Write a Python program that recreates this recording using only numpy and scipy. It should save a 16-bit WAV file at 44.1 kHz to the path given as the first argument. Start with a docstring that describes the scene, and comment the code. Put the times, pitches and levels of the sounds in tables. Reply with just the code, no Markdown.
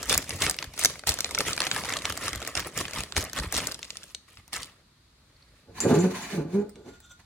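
"""A plastic bag of powder is shaken empty in a small kitchen and laid aside: filtered grains and noise
make its film rustle, and decaying sines make its creases snap. Shaped noise gives the puffs of air, and
low grains the powder landing softly on a heap. Later come faint squeaks of the film, then a drawer:
stick-slip pulses excite its resonances, filtered noise hisses, and struck or rubbed modes give its
metal utensils. A quiet room tone lies beneath."""
import sys
import numpy as np
from scipy import signal
from scipy.fft import rfft, irfft, next_fast_len
from scipy.io import wavfile
from scipy.ndimage import uniform_filter1d

SR = 44100
rng = np.random.default_rng(int(sys.argv[2]) if len(sys.argv) > 2 else 0)


def master(y):
    """Save y as 16-bit WAV."""
    cut = np.clip(np.atleast_2d(y).T, -1, 1)
    pcm = np.round(cut * 32767)  # scale
    wavfile.write(sys.argv[1], SR, pcm.astype(np.int16))


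N = 319847
TIME = np.arange(N) / SR
STEPS = TIME[::32]  # coarse time grid for the level curves

# Background of the room: f/Hz, relative level/dB per Hz
ROOM_TONE = [(25, -12.5), (55, 9.5), (110, 4), (380, -9), (520, -16), (1200, -13), (3000, -18),
             (4300, -12.5), (5500, -22), (8000, -24), (11000, -27.5), (12500, -28.5), (16000, -41)]
ROOM_TONE_DB = -61

# Shakes or squeezes of the bag: t/s, rise/s, hold/s, then relative level/dB of rustle, crinkle and powder
SHAKES = [(0.1, 0.013, 0.027, -27.5, -26, -35), (0.178, .01, 0.008, -39, -44, -37),
          (0.293, 0.022, 0.071, -44.5, -42, -45), (0.42, 0.014, 0.027, -27.5, -27.5, -38.5),
          (0.473, 0.011, 0.021, -35.5, -39, -38), (0.589, 0.0036, 0.058, -48, -48.5, -50.5),
          (0.809, 0.023, 0.026, -38.5, -32, -48), (1.071, 0.0023, 0.0088, -28.5, -24.5, -39),
          (1.39, 0.0048, .02, -41, -36, -38), (1.463, .005, .04, -33, -33, -39),
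          (1.604, .004, 0.062, -36, -41, -50), (1.735, .015, .055, -37, -37, -44),
          (1.863, 0.042, 0.11, -37.5, -44, -50), (2.05, 0.011, 0.059, -37, -43, -43),
          (2.245, 0.033, 0.026, -33.5, -36, -41.5), (2.329, 0.0076, 0.007, -36.5, -47, -45),
          (2.419, 0.0081, 0.076, -44, -48, -48.5), (2.57, 0.011, 0.024, -33.5, -34.5, -41),
          (2.655, 0.016, 0.015, -43.5, -40.5, -42), (2.775, 0.015, 0.035, -35.5, -34, -39),
          (2.959, 0.025, 0.049, -36, -39, -41.5), (3.165, 0.004, 0.017, -32.5, -30.5, -35.5),
          (3.22, 0.0058, 0.046, -40.5, -56, -46), (3.374, 0.018, 0.013, -32, -35.5, -38),
          (3.433, 0.0073, 0.0046, -34, -40, -40), (3.55, 0.015, 0.025, -28.5, -27.5, -37.5),
          (3.61, 0.011, 0.074, -37, -38, -43), (3.819, 0.015, 0.29, -60, -50, -72.5),
          (4.281, 0.0033, 0.11, -59, -54, -77), (4.53, 0.0029, 0.033, -39, -35.5, -50),
          (4.602, 0.0087, .04, -48, -42.5, -57.5), (4.78, .02, 0.023, -63, -72, -65)]
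SHAKE_FALL_S = 0.024
# Stirring of the film between shakes and as it is laid aside: t/s, relative rustle level/dB
STIRRING = [(0.0, -45), (0.25, -52), (0.7, -58.5), (0.9, -44.5), (1.03, -58.5), (1.16, -47), (1.9, -45),
            (2.7, -54), (2.86, -47.5), (3.08, -54), (3.72, -54.5), (4.14, -62.5), (4.24, -67.5),
            (4.7, -55.5), (4.96, -89), (5.22, -68), (5.62, -61.5), (5.8, -90)]
# Relative to that rustle; the powder's value holds midway through the emptying
STIR_CRINKLE_DB, STIR_POWDER_DB = 0, -5
EMPTY_S = 3.75  # from here the trickle of powder between shakes weakens by 6 dB within 0.5 s

# Spectra of the folding film and of its finer creases: f/Hz, relative level/dB per Hz
RUSTLE = [(300, -11.5), (500, -13), (800, -7.5), (1250, 3), (1520, -4), (1900, 2.5), (3100, -6.5),
          (4500, -12.5), (8000, -20.5), (12000, -21.5)]
CRINKLE = [(2500, 4), (4000, 0.5), (5700, 0), (8200, -1), (10500, -1.5), (12500, -7.5), (16000, -13.5)]

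# Spectra of falling powder and of moving air: f/Hz, relative level/dB per Hz
POWDER = [(90, -9.5), (150, -1.5), (230, -3), (400, -3), (600, 0), (1000, -22.5)]
PUFF = [(15, -42), (35, -16), (60, 3.5), (100, -2), (160, -11), (300, -28)]
# Puffs of air from the billowing bag: t/s, level/dB
PUFFS = [(0.08, -38), (0.16, -34.5), (0.35, -33.5), (0.45, -34.5), (0.675, -42), (0.86, -42.5),
         (1.095, -37), (1.481, -48), (2.1, -39), (2.365, -36), (2.59, -37.5), (2.81, -40), (2.985, -34),
         (3.18, -31.5), (3.395, -33.5), (3.47, -39), (3.565, -36), (3.73, -52), (4.388, -54), (4.589, -47)]
PUFF_RISE_S, PUFF_HOLD_S, PUFF_FALL_S = 0.014, 0.011, 0.026
DRAUGHT_DB = -5.5  # air that moves along with the powder, relative to it

# Single creases that snap through, loud and faint:
# t/s, relative crack level/dB, crack f/Hz, relative sheet level/dB
SNAPS = [(0.0959, -9, 6400, -30), (0.127, -8, 8200, -18), (0.1452, -10, 7100, -33),
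         (0.1535, -19, 5100, -18.5), (0.1776, -5.5, 7600, -24), (0.2935, -17.5, 8950, -30),
         (0.3063, -17, 4780, -33), (0.4205, -7.5, 5030, -24), (0.4651, -11, 4000, -21),
         (0.4972, -7.5, 8660, -26), (0.5108, -14.5, 7700, -29), (0.5878, -11.5, 2740, -41),
         (0.626, -18, 3820, -25), (0.793, -15, 8400, -28), (0.8375, -11.5, 9000, -27),
         (0.8483, 1, 6100, -17), (0.8567, -2, 5350, -22), (0.9562, -42, 3600, -33),
         (1.0368, -29, 2400, -32.5), (1.0919, -5, 6300, -21), (1.1206, -21, 5500, -36),
         (1.1405, -16, 6400, -28), (1.1883, -17, 5470, -27), (1.2059, -10, 5700, -28),
         (1.2448, -11.5, 4070, -25.5), (1.2918, -29, 4600, -32), (1.31, -19.5, 7500, -27),
         (1.3484, -12, 5380, -22), (1.3776, -35, 2700, -20), (1.3873, -8.5, 6300, -34),
         (1.4059, -10.5, 4900, -16.5), (1.5317, -13, 4600, -38), (1.5776, -16.5, 4500, -23),
         (1.6039, -9, 4995, -20), (1.6186, -12, 3900, -20), (1.6677, -12.5, 3720, -20.5),
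         (1.7141, -9.5, 3640, -23.5), (1.7629, -14, 4558, -19), (1.9375, -13, 3040, -31),
         (1.9681, -17, 4800, -25), (2.0539, -10.5, 4252, -20.5), (2.1751, -18, 7340, -28),
         (2.3315, -20, 5700, -29), (2.418, -27, 3813, -29.5), (2.4753, -17.5, 8230, -25),
         (2.5526, -13, 5960, -25), (2.6707, -24.5, 8500, -29), (2.776, -13.5, 7320, -25),
         (2.8534, -15.5, 3140, -33), (3.1227, -18.5, 4600, -32), (3.1656, -10, 3217, -17.5),
         (3.1784, -11, 6600, -20), (3.25, -27, 6630, -33), (3.3321, -20.5, 6000, -30),
         (3.525, -14.5, 7500, -22), (3.6709, -12, 6700, -33), (3.7198, -19.5, 5630, -51),
         (3.7443, -22, 4940, -51), (3.8296, -19.5, 3750, -50), (3.8504, -29, 4900, -48),
         (3.9046, -18, 4470, -41), (3.9702, -20, 5000, -52), (4.0327, -28, 3800, -62),
         (4.1477, -19, 4620, -40), (4.372, -30, 2475, -61), (4.531, -19, 5900, -29),
         (4.5646, -22, 6610, -48), (4.6313, -19.5, 4860, -51)]
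# Random creases: greatest rate, centre frequency, relative crack level at brisk handling,
# sheet level relative to the crack, standard deviation of level
CREASES_PER_S, CREASE_HZ = 42, 4500
CREASE_DB, CREASE_SHEET_DB, CREASE_SPREAD_DB = -22, -9.5, 2
BRISK_DB, STILL_DB = -40, -62  # rustle of brisk handling; rustle below which no random crease snaps
CREASE_FOLLOWS = 0.63  # share of the rustle's swing in dB that the cracks follow
# Bending wave: level relative to the sheet, frequency limits, centre glide time constant, decay constant
BEND_DB, BEND_START_HZ, BEND_END_HZ = -12, 1298, 189.3
BEND_GLIDE_S, BEND_DECAY_S = 0.00603, 0.0094

# Squeaks of the film as the bag is put aside: t/s, level/dB
SQUEAKS = [(5.366, -58.5), (5.426, -54), (5.439, -59), (5.49, -63)]
SQUEAK_HZ = 4400

# Catches of the drawer runners: t/s, hold/s, relative level/dB, first and last slip rate/Hz, roughness
GROAN = [(5.688, 0.014, -48.5, 148, 147, 0.67), (5.769, 0.036, -57, 135, 122, 0.84),
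         (5.858, 0.0095, -17, 125, 130, .52), (5.91, .025, -15, 136, 146, 0.44),
         (5.969, 0.0237, -17, 160, 176, .16), (6.043, 0.014, -17, 186, 182, .19),
         (6.337, .008, -28.5, 208, 196, 0.24), (6.378, 0.027, -24, 166, 141, 0.19),
         (6.455, 0.016, -33.5, 161, 158, 0), (6.55, 0.041, -20, 199, 204, 0.08),
         (6.76, 0.0515, -47.5, 210, 190, .8), (6.868, 0.021, -41.5, 267, 264, 1.03)]
GROAN_RISE_S, GROAN_FALL_S = 0.012, 0.026
# A groan dying down towards this relative level breaks up into uneven slips
CHATTER_DB, CHATTER_ROUGH = -41, 0.6
# Resonances of the drawer's box: f/Hz, width/Hz, relative level/dB
BOX_MODES = [(170, 74.4, -1.5), (262, 42, 0), (352, 42, 1.5), (410.7, 34, 2), (455, 38, -1.5),
             (561, 35, -6), (696.5, 36, -11), (854, 38, -11.5), (1009, 50, -21), (1168, 22, -16),
             (1490, 130, -22)]
# Cabinet rumble while the drawer is handled: t/s, hold/s, level/dB
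RUMBLE = [(5.7, .25, -51.5), (6.1, 1.1, -62)]
# Pulls on the drawer: t/s, hold/s, relative hiss level/dB
PULLS = [(5.79, .29, -43.5), (6.12, 0.25, -43), (6.51, 0.084, -54.5), (6.86, .1, -65), (7.2, 0.011, -64)]
PULL_RISE_S, PULL_FALL_S = 0.02, 0.025
# Spectrum of the sliding hiss: f/Hz, relative level/dB per Hz
SLIDE_HISS = [(59, -60), (100, -11), (202, -1.5), (315, -9), (358, -7), (492, -17), (705, -10.5),
              (1250, -14), (2420, -11.5), (3320, -25.5), (6840, -21), (8280, -26), (9210, -25),
              (12900, -30), (16000, -33)]
# Resonances of the runners: f/Hz, width/Hz, relative level/dB
RUNNER_MODES = [(730, 23, -0.5), (874, 43, -1.5), (1025, 55, 2.5), (1703, 75, -2), (1870, 240, -8),
                (2418, 130, -10), (3004, 70, -8), (3500, 120, -9), (4050, 380, -10.5), (4570, 140, -8),
                (6240, 170, -10), (7170, 90, -20.5), (9480, 50, -10.5), (10500, 37, -25)]

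# Dull ticks in the drawer: t/s, relative level/dB, ring f/Hz
TICKS = [(5.8039, -12, 6730), (6.6939, -33, 8190), (6.7568, -35.5, 4570), (7.0027, -35.5, 7530),
         (7.0607, -46, 7640), (7.0963, -43, 7640), (7.1182, -39, 7640)]
# Utensils knocking together: t/s, relative level/dB
CLINKS = [(5.8041, -13), (5.9404, -27), (5.989, -24.5), (6.0048, -22.5), (6.127, -51), (6.2212, -33),
          (6.354, -48), (6.5918, -50)]
# Modes of the struck steel: f/Hz, relative level/dB, t60/s
STEEL_MODES = [(4500, -22, 0.072), (6220, 3.5, 0.073), (7030, 5.5, .12), (7120, 6.5, 0.14),
               (7580, -4, 0.17), (9550, -17, 0.83), (10310, -34.5, 0.65)]
# A utensil drawn along its neighbours: t/s, hold/s, relative level/dB
RUBS = [(6.88, .1, -56.5), (7.05, 0.076, -56)]
RUB_RISE_S, RUB_FALL_S = 0.045, 0.023
# Modes of the rubbed utensil: f/Hz, width/Hz, relative level/dB
RUBBED_MODES = [(1380, 14, -18), (1433, 9, -0.5), (3560, 160, -4.5), (6100, 130, -6), (6890, 27, -14),
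                (7400, 24, -13.5), (7500, 22, -9), (9870, 65, -32)]

MIC_LAG_S = 0.00013  # delay of the right microphone for sound from the left
KITCHEN_T60_S = 0.33
CUTOFF_HZ = 16000
# Gain of the left-right difference: f/Hz, level/dB
PORTS = [(60, 13), (130, 0), (250, 12.5), (500, 9.5), (1000, 0.5), (2000, -4), (4000, 1.5), (8000, 1),
         (13000, -0.5)]


def from_db(db):
    """Amplitude ratio: 20 dB is a factor of ten."""
    return 10 ** (np.asarray(db) / 20)


def rms_one(x):
    """Normalisation: scale to unit mean power."""
    return x / np.sqrt(np.mean(x ** 2) + 1e-20)


def together(a_db, b_db):
    """Incoherent addition: the powers of unrelated sounds add."""
    return 10 * np.log10(from_db(a_db) ** 2 + from_db(b_db) ** 2)


def in_time(rows):
    """Linear interpolation: each column of a curve at every sample."""
    s, *columns = np.transpose(rows)
    return [np.interp(TIME, s, column) for column in columns]


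def swell(s, held_s, db, rise_s, fall_s):
    """Exponential growth and decay: power of one gesture that rises, holds and dies away."""
    before = np.maximum(s - STEPS, 0) / rise_s
    after = np.maximum(STEPS - s - held_s, 0) / fall_s
    return (from_db(db) * np.exp(-np.minimum(before + after, 20))) ** 2


def level_of(gestures):
    """Incoherent addition: level in dB of several gestures together, at every sample."""
    return np.interp(TIME, STEPS, 10 * np.log10(sum(gestures)))


def swells(rows, rise_s, fall_s):
    """Superposition: level of gestures (t/s, hold/s, level/dB) that share one rise and one fall."""
    return level_of(swell(s, held_s, db, rise_s, fall_s) for s, held_s, db in rows)


def drift(rate):
    """Slow random modulation: unit rms, joining about rate random values a second by lines."""
    knots = rng.standard_normal(8000)
    return rms_one(np.interp(TIME * rate, np.arange(len(knots)), knots))


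def colour(x, spectrum):
    """Linear filtering: weight x by a spectrum that falls steeply beyond its ends; unit rms."""
    hz, db = np.transpose(spectrum)
    size = next_fast_len(N)
    octave, known = np.log2(np.fft.rfftfreq(size, 1 / SR) + 1), np.log2(hz)
    beyond = np.abs(octave - np.clip(octave, known[0], known[-1]))
    gain = from_db(np.interp(octave, known, db) - 20 * beyond)  # 20 dB per octave outside
    return rms_one(irfft(rfft(x, size) * gain, size)[..., :N])


def ring(clicks, hz, t60):
    """Damped oscillator: a unit click starts a decaying sine of initial amplitude one."""
    radius, angle = from_db(-60 / (t60 * SR)), 2 * np.pi * hz / SR
    poles = [1, -2 * radius * np.cos(angle), radius * radius]
    return signal.lfilter([0, np.sin(angle)], poles, clicks + 1e-18)


def resonate(force, modes):
    """Modal superposition: parallel resonances of alternating sign, their peaks set by level."""
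    out = 0
    for k, (hz, width, db) in enumerate(modes):
        out = out + (-1) ** k * from_db(db) * width * ring(force, hz, 2.2 / width)
    return out


def two_mics(x, lag_s):
    """Time difference of arrival: sound reaches the right microphone lag_s after the left."""
    size = next_fast_len(len(x) + 64)
    delay = np.exp(-2j * np.pi * np.fft.rfftfreq(size, 1 / SR) * lag_s)
    late = irfft(rfft(x, size) * delay, size)
    return np.array([x, late[:len(x)]])


def diffuse(count, alike_hz):
    """Diffuse-field coherence: stereo noise alike in the bass and unrelated in the treble."""
    mid, side = rng.standard_normal((2, count))
    side = signal.sosfilt(signal.butter(2, alike_hz, "high", fs=SR, output="sos"), side)
    return np.array([mid + side, mid - side]) / np.sqrt(2)


def add(out, s, sound):
    """Superposition: mix a short stereo sound in at time s."""
    at = max(round(s * SR), 0)
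    out[:, at:at + sound.shape[1]] += sound[:, :N - at]


def grains(per_s, spread_db, low_hz, high_hz, cycles, lag_s, count=16):
    """Random impulse excitation: contacts of random size and pitch, from straight ahead or the left."""
    at = np.flatnonzero(rng.random(N) < per_s / SR)
    sizes = from_db(spread_db * np.minimum(rng.exponential(1, N), 3)) * rng.choice([-1, 1], N)
    dealt = rng.integers(0, count, N)  # pitch given to each contact
    places = np.zeros((2, N))
    for k, hz in enumerate(np.geomspace(low_hz, min(high_hz, SR * 0.45), count)):
        clicks, mine = np.zeros(N), at[dealt[at] == k]
        clicks[mine] = sizes[mine] * hz ** 0.75
        places[k % 2] += ring(clicks, hz, cycles / hz)
    return rms_one(places[0] + two_mics(places[1], lag_s))


def flex(x, depth_db, size=512):
    """Time-varying resonance: patches of the spectrum swell and fade at random, as in a folding sheet."""
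    frames = signal.stft(x, nperseg=size)[2]
    patches = uniform_filter1d(rng.standard_normal(frames.shape[1:]), size=3, axis=0)
    gain = from_db(depth_db * rms_one(uniform_filter1d(patches, size=4, axis=1)))
    return signal.istft(frames * rms_one(gain), nperseg=size)[1][:, :N]


def room_tone():
    """Stationary background noise: a steady coloured diffuse field."""
    return from_db(ROOM_TONE_DB) * colour(diffuse(N, 1000), ROOM_TONE)


def shaking():
    """Common excitation: each shake swells rustle, crinkle and powder above the stirring of the film."""
    stir_db, = in_time(STIRRING)
    emptying_db = np.interp(TIME - EMPTY_S, [0, 0.5], [3, -3])
    between = stir_db, stir_db + STIR_CRINKLE_DB, stir_db + STIR_POWDER_DB + emptying_db
    levels = []
    for layer, low_db in enumerate(between):
        shake_db = level_of(swell(s, held_s, dbs[layer], rise_s, SHAKE_FALL_S)
                            for s, rise_s, held_s, *dbs in SHAKES)
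        levels.append(together(shake_db, low_db))
    return levels


def crinkling(rustle_db, crinkle_db):
    """Impulsive film buckling: folds rustle and small creases fizz; gently handled, the film swishes."""
    crisp = np.interp(rustle_db, [-64, -50], [0.15, 0.9])  # share of separate grains
    swish = np.sqrt(1 - crisp ** 2) * rms_one(diffuse(N, 1600))
    folds = grains(per_s=1900, spread_db=2.5, low_hz=390, high_hz=9500, cycles=8.6, lag_s=0.00008)
    rustle = colour(crisp * folds + swish, RUSTLE) * rms_one(from_db(2.5 * drift(80)))
    creases = grains(per_s=2000, spread_db=6.5, low_hz=2760, high_hz=15500, cycles=10, lag_s=MIC_LAG_S)
    fizz = colour(crisp * creases + swish[:, ::-1], CRINKLE)  # swish reversed in time to differ
    return rustle * from_db(rustle_db - 2.0) + fizz * from_db(crinkle_db - 2.5)


def falling_powder(level_db):
    """Damped impact: soft clumps thud on the heap as low, short-lived grains."""
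    clumps = grains(per_s=500, spread_db=4, low_hz=107, high_hz=813, cycles=5, lag_s=0.00006, count=10)
    return colour(clumps, POWDER) * from_db(level_db)


def air_puffs(powder_db):
    """Flow noise: the billowing bag fans low-frequency air at the microphones."""
    puff_db = swells([(s, PUFF_HOLD_S, db) for s, db in PUFFS], PUFF_RISE_S, PUFF_FALL_S)
    return colour(rng.standard_normal(N), PUFF) * from_db(together(puff_db, powder_db + DRAUGHT_DB))


def snap(hz, sheet_db, crack_t60, scatter_db, scatter_t60):
    """Impulse response: a brief crack, the ring of the sheet around it, one early echo and scatter."""
    t = np.arange(2048) / SR
    pitches = hz * np.array([0.62, 1, 1.35, 1.9]) * np.exp(rng.normal(0, 0.084, 4))
    heights = np.array([0.62, -0.96, 0.6, -0.55]) * (pitches < CUTOFF_HZ)
    crack = heights @ np.sin(2 * np.pi * pitches[:, None] * t) * 1000 ** (-t / crack_t60)
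    sheet_hz = np.array([750, 1300, 2100]) * np.exp(rng.normal(0, 0.14, 3))
    sheet = np.array([0.45, -0.7, 0.7]) @ np.sin(2 * np.pi * sheet_hz[:, None] * t) * np.exp(-t / 0.0016)
    lag_s = MIC_LAG_S * (rng.random() < 0.7)  # from the left or from straight ahead
    direct = two_mics(crack, lag_s) + from_db(sheet_db) * two_mics(sheet, lag_s * 0.086)
    echo = np.roll(direct, round(rng.uniform(0.0008, 0.0024) * SR), axis=1)
    direct = direct + from_db(-8) * echo
    scatter = diffuse(len(t), 2200) * 1000 ** (-t / scatter_t60)
    scatter = scatter / np.sqrt(np.sum(scatter[0] ** 2))
    scattered = signal.fftconvolve(direct[:1], scatter, axes=1)[:, :len(t)]
    return direct + from_db(scatter_db) * scattered


def bending():
    """Dispersion: the lows of a bending wave arrive last, giving a short falling chirp."""
    t = np.arange(2048) / SR
    glide_s = BEND_GLIDE_S * np.exp(0.25 * rng.standard_normal())
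    hz = BEND_END_HZ + (BEND_START_HZ - BEND_END_HZ) * np.exp(-t / glide_s)
    chirp = np.sin(2 * np.pi * np.cumsum(hz) / SR) * np.exp(-t / BEND_DECAY_S)
    return two_mics(chirp, 0.00005)


def random_creases(rustle_db):
    """Poisson-like events: creases snap more often and harder as the film is worked; rows as in SNAPS."""
    busy = np.clip((rustle_db - STILL_DB) / (BRISK_DB - STILL_DB), 0, 1)
    at = np.flatnonzero(rng.random(N) < CREASES_PER_S * busy / SR)
    size, pitch = rng.standard_normal((2, N))[:, at]
    db = CREASE_DB + CREASE_FOLLOWS * (rustle_db[at] - BRISK_DB) + CREASE_SPREAD_DB * size
    return list(zip(at / SR, db, CREASE_HZ * np.exp(0.3 * pitch), db + CREASE_SHEET_DB))


def bag_snaps(rustle_db):
    """Snap-through buckling: each crease cracks and sends a bending wave through the film."""
    out = np.zeros((2, N))
    for s, db, hz, sheet_db in list(SNAPS) + random_creases(rustle_db):
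        crack = snap(hz, sheet_db - db + 0.5, crack_t60=0.0024, scatter_db=-2.5, scatter_t60=0.016)
        add(out, s, from_db(db + 1.0) * crack)
        add(out, s, from_db(sheet_db + BEND_DB) * bending())
    return out


def squeaks():
    """Friction-excited resonance: film rubs on film in short thin chirps of narrow-band noise."""
    level = sum(from_db(db) * np.exp(-((TIME - s) / 0.0038) ** 2) for s, db in SQUEAKS)
    return level * rms_one(ring(rng.standard_normal(N), SQUEAK_HZ, 0.013))


def catching():
    """Stick-slip control: slip rate, level and roughness; each groan glides and roughens as it dies."""
    level_db = swells([row[:3] for row in GROAN], GROAN_RISE_S, GROAN_FALL_S)
    points = []
    for s, held_s, _, first, last, rough in GROAN:
        points += [(s, first, rough), (s + held_s, last, rough)]
    per_s, rough = in_time(points)
    chatter = CHATTER_ROUGH / (1 + from_db(level_db - CHATTER_DB))
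    return per_s, level_db, np.maximum(rough, chatter)


def groan():
    """Stick-slip oscillation: slip pulses drive the box; smooth slips are rounder, rough ones noisy."""
    per_s, groan_db, rough = catching()
    rough = np.clip(rough, 0, 1)
    turns = np.cumsum(per_s * (1 + 0.1 * rough * drift(150))) / SR
    pulses = np.diff(np.floor(turns), prepend=0)  # one pulse for each whole turn
    slips = rms_one(pulses * from_db(5 * rough * drift(200)))
    rounded = signal.sosfilt(signal.butter(4, 470, fs=SR, output="sos"), slips)
    sharp = np.clip(0.037 + 2.0 * rough, 0, 1)
    force = (1 - sharp) * rms_one(rounded) * 0.19 + sharp * slips
    force = force + 1.9 * rough * rng.standard_normal(N)
    box = resonate(force, BOX_MODES)
    box = signal.sosfilt(signal.butter(3, 95, "high", fs=SR, output="sos"), box)
    box = box / np.sqrt(uniform_filter1d(box ** 2, size=900) + 1e-12)  # even out the running level
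    return two_mics(box, 0.000062) * from_db(groan_db - 1.5)


def cabinet_rumble():
    """Structure-borne noise: the cabinet rumbles at low frequency while the drawer is handled."""
    return colour(rng.standard_normal(N), PUFF) * from_db(swells(RUMBLE, PULL_RISE_S, PULL_FALL_S))


def sliding_hiss():
    """Sliding friction: a fluttering broadband hiss sets the runners ringing."""
    hiss_db = swells(PULLS, PULL_RISE_S, PULL_FALL_S)
    ringing = rms_one(resonate(diffuse(N, 1900), RUNNER_MODES))
    grind = colour(diffuse(N, 1600), SLIDE_HISS) + from_db(-3.5) * ringing
    return flex(grind, depth_db=2.0) * from_db(hiss_db + 3.5 + 3.1 * drift(45))


def ticks():
    """Heavily damped impact: light touches in the drawer give dull, short ticks."""
    out = np.zeros((2, N))
    for s, db, hz in TICKS:
        add(out, s, from_db(db - 8) * snap(hz, -7.5, crack_t60=0.004, scatter_db=1, scatter_t60=0.05))
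    return out


def clinks():
    """Modal excitation by impact: each knock drives the steel modes unevenly."""
    s, db = np.transpose(CLINKS)
    out = np.zeros((2, N))
    for hz, mode_db, t60 in STEEL_MODES:
        clicks = np.zeros(N)
        uneven_db = rng.normal(0, 1.7, len(s))
        clicks[np.round(s * SR).astype(int)] = from_db(db + mode_db - 18 + uneven_db)
        out += two_mics(ring(clicks, hz, t60), MIC_LAG_S * rng.normal(0, 0.23))
    return out


def rubbing():
    """Friction-driven modes: unsteady noise keeps a utensil singing."""
    rub_db = swells(RUBS, RUB_RISE_S, RUB_FALL_S)
    friction = rng.standard_normal(N) * from_db(6.1 * drift(80))
    singing = sum(from_db(db) * rms_one(ring(friction, hz, 2.2 / width)) for hz, width, db in RUBBED_MODES)
    return rms_one(singing) * from_db(rub_db - 2.5)


def kitchen(x, wet_db, wall_hz):
    """Reverberation: tiles and cupboards return a dense, slightly dull, exponentially decaying tail."""
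    t = np.arange(SR // 2) / SR
    tail = diffuse(len(t), 900) * 1000 ** (-t / KITCHEN_T60_S) * (t > 0.004)
    tail = tail / np.sqrt(np.sum(tail[0] ** 2))
    tail = signal.sosfilt(signal.butter(1, min(wall_hz, SR * 0.45), fs=SR, output="sos"), tail)
    return x + from_db(wet_db) * signal.fftconvolve(x[:1], tail, axes=1)[:, :N]


def ports(x):
    """Mid-side weighting: the difference between the two microphones depends on frequency."""
    hz, db = np.transpose(PORTS)
    size = next_fast_len(N)
    gain = from_db(np.interp(np.log(np.fft.rfftfreq(size, 1 / SR) + 1), np.log(hz), db))
    mid, side = (x[0] + x[1]) / 2, (x[0] - x[1]) / 2
    side = irfft(rfft(side, size) * gain, size)[:N]
    return np.array([mid + side, mid - side])


def scene():
    """Direct-to-reverberant ratio: bag and powder are near, the drawer further off, over room tone."""
    rustle_db, crinkle_db, powder_db = shaking()
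    film = flex(crinkling(rustle_db, crinkle_db), depth_db=3.2)
    powder = falling_powder(powder_db) + air_puffs(powder_db)
    utensils = kitchen(clinks() + rubbing() + ticks(), wet_db=-5.5, wall_hz=8830)
    drawer = kitchen(sliding_hiss() + cabinet_rumble() + groan(), wet_db=-6, wall_hz=4000)
    far = (utensils + drawer) * from_db([[-0.2], [0.2]])  # slightly to the right
    quiet = room_tone()
    bag = film + powder + squeaks() + bag_snaps(rustle_db)
    near = kitchen(bag, wet_db=-13, wall_hz=7000)
    return near + far + quiet


def record(dry):
    """Band limitation: treble is weakened near 13 kHz, peaks clip at full scale and the top is cut."""
    dull = signal.sosfilt(signal.butter(2, [11800, 14500], "band", fs=SR, output="sos"), dry)
    heard = np.clip(ports(dry - 0.4 * dull), -1, 1)
    return signal.sosfilt(signal.ellip(10, 0.2, 80, CUTOFF_HZ, fs=SR, output="sos"), heard)


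dry = scene()
out = record(dry)
master(out)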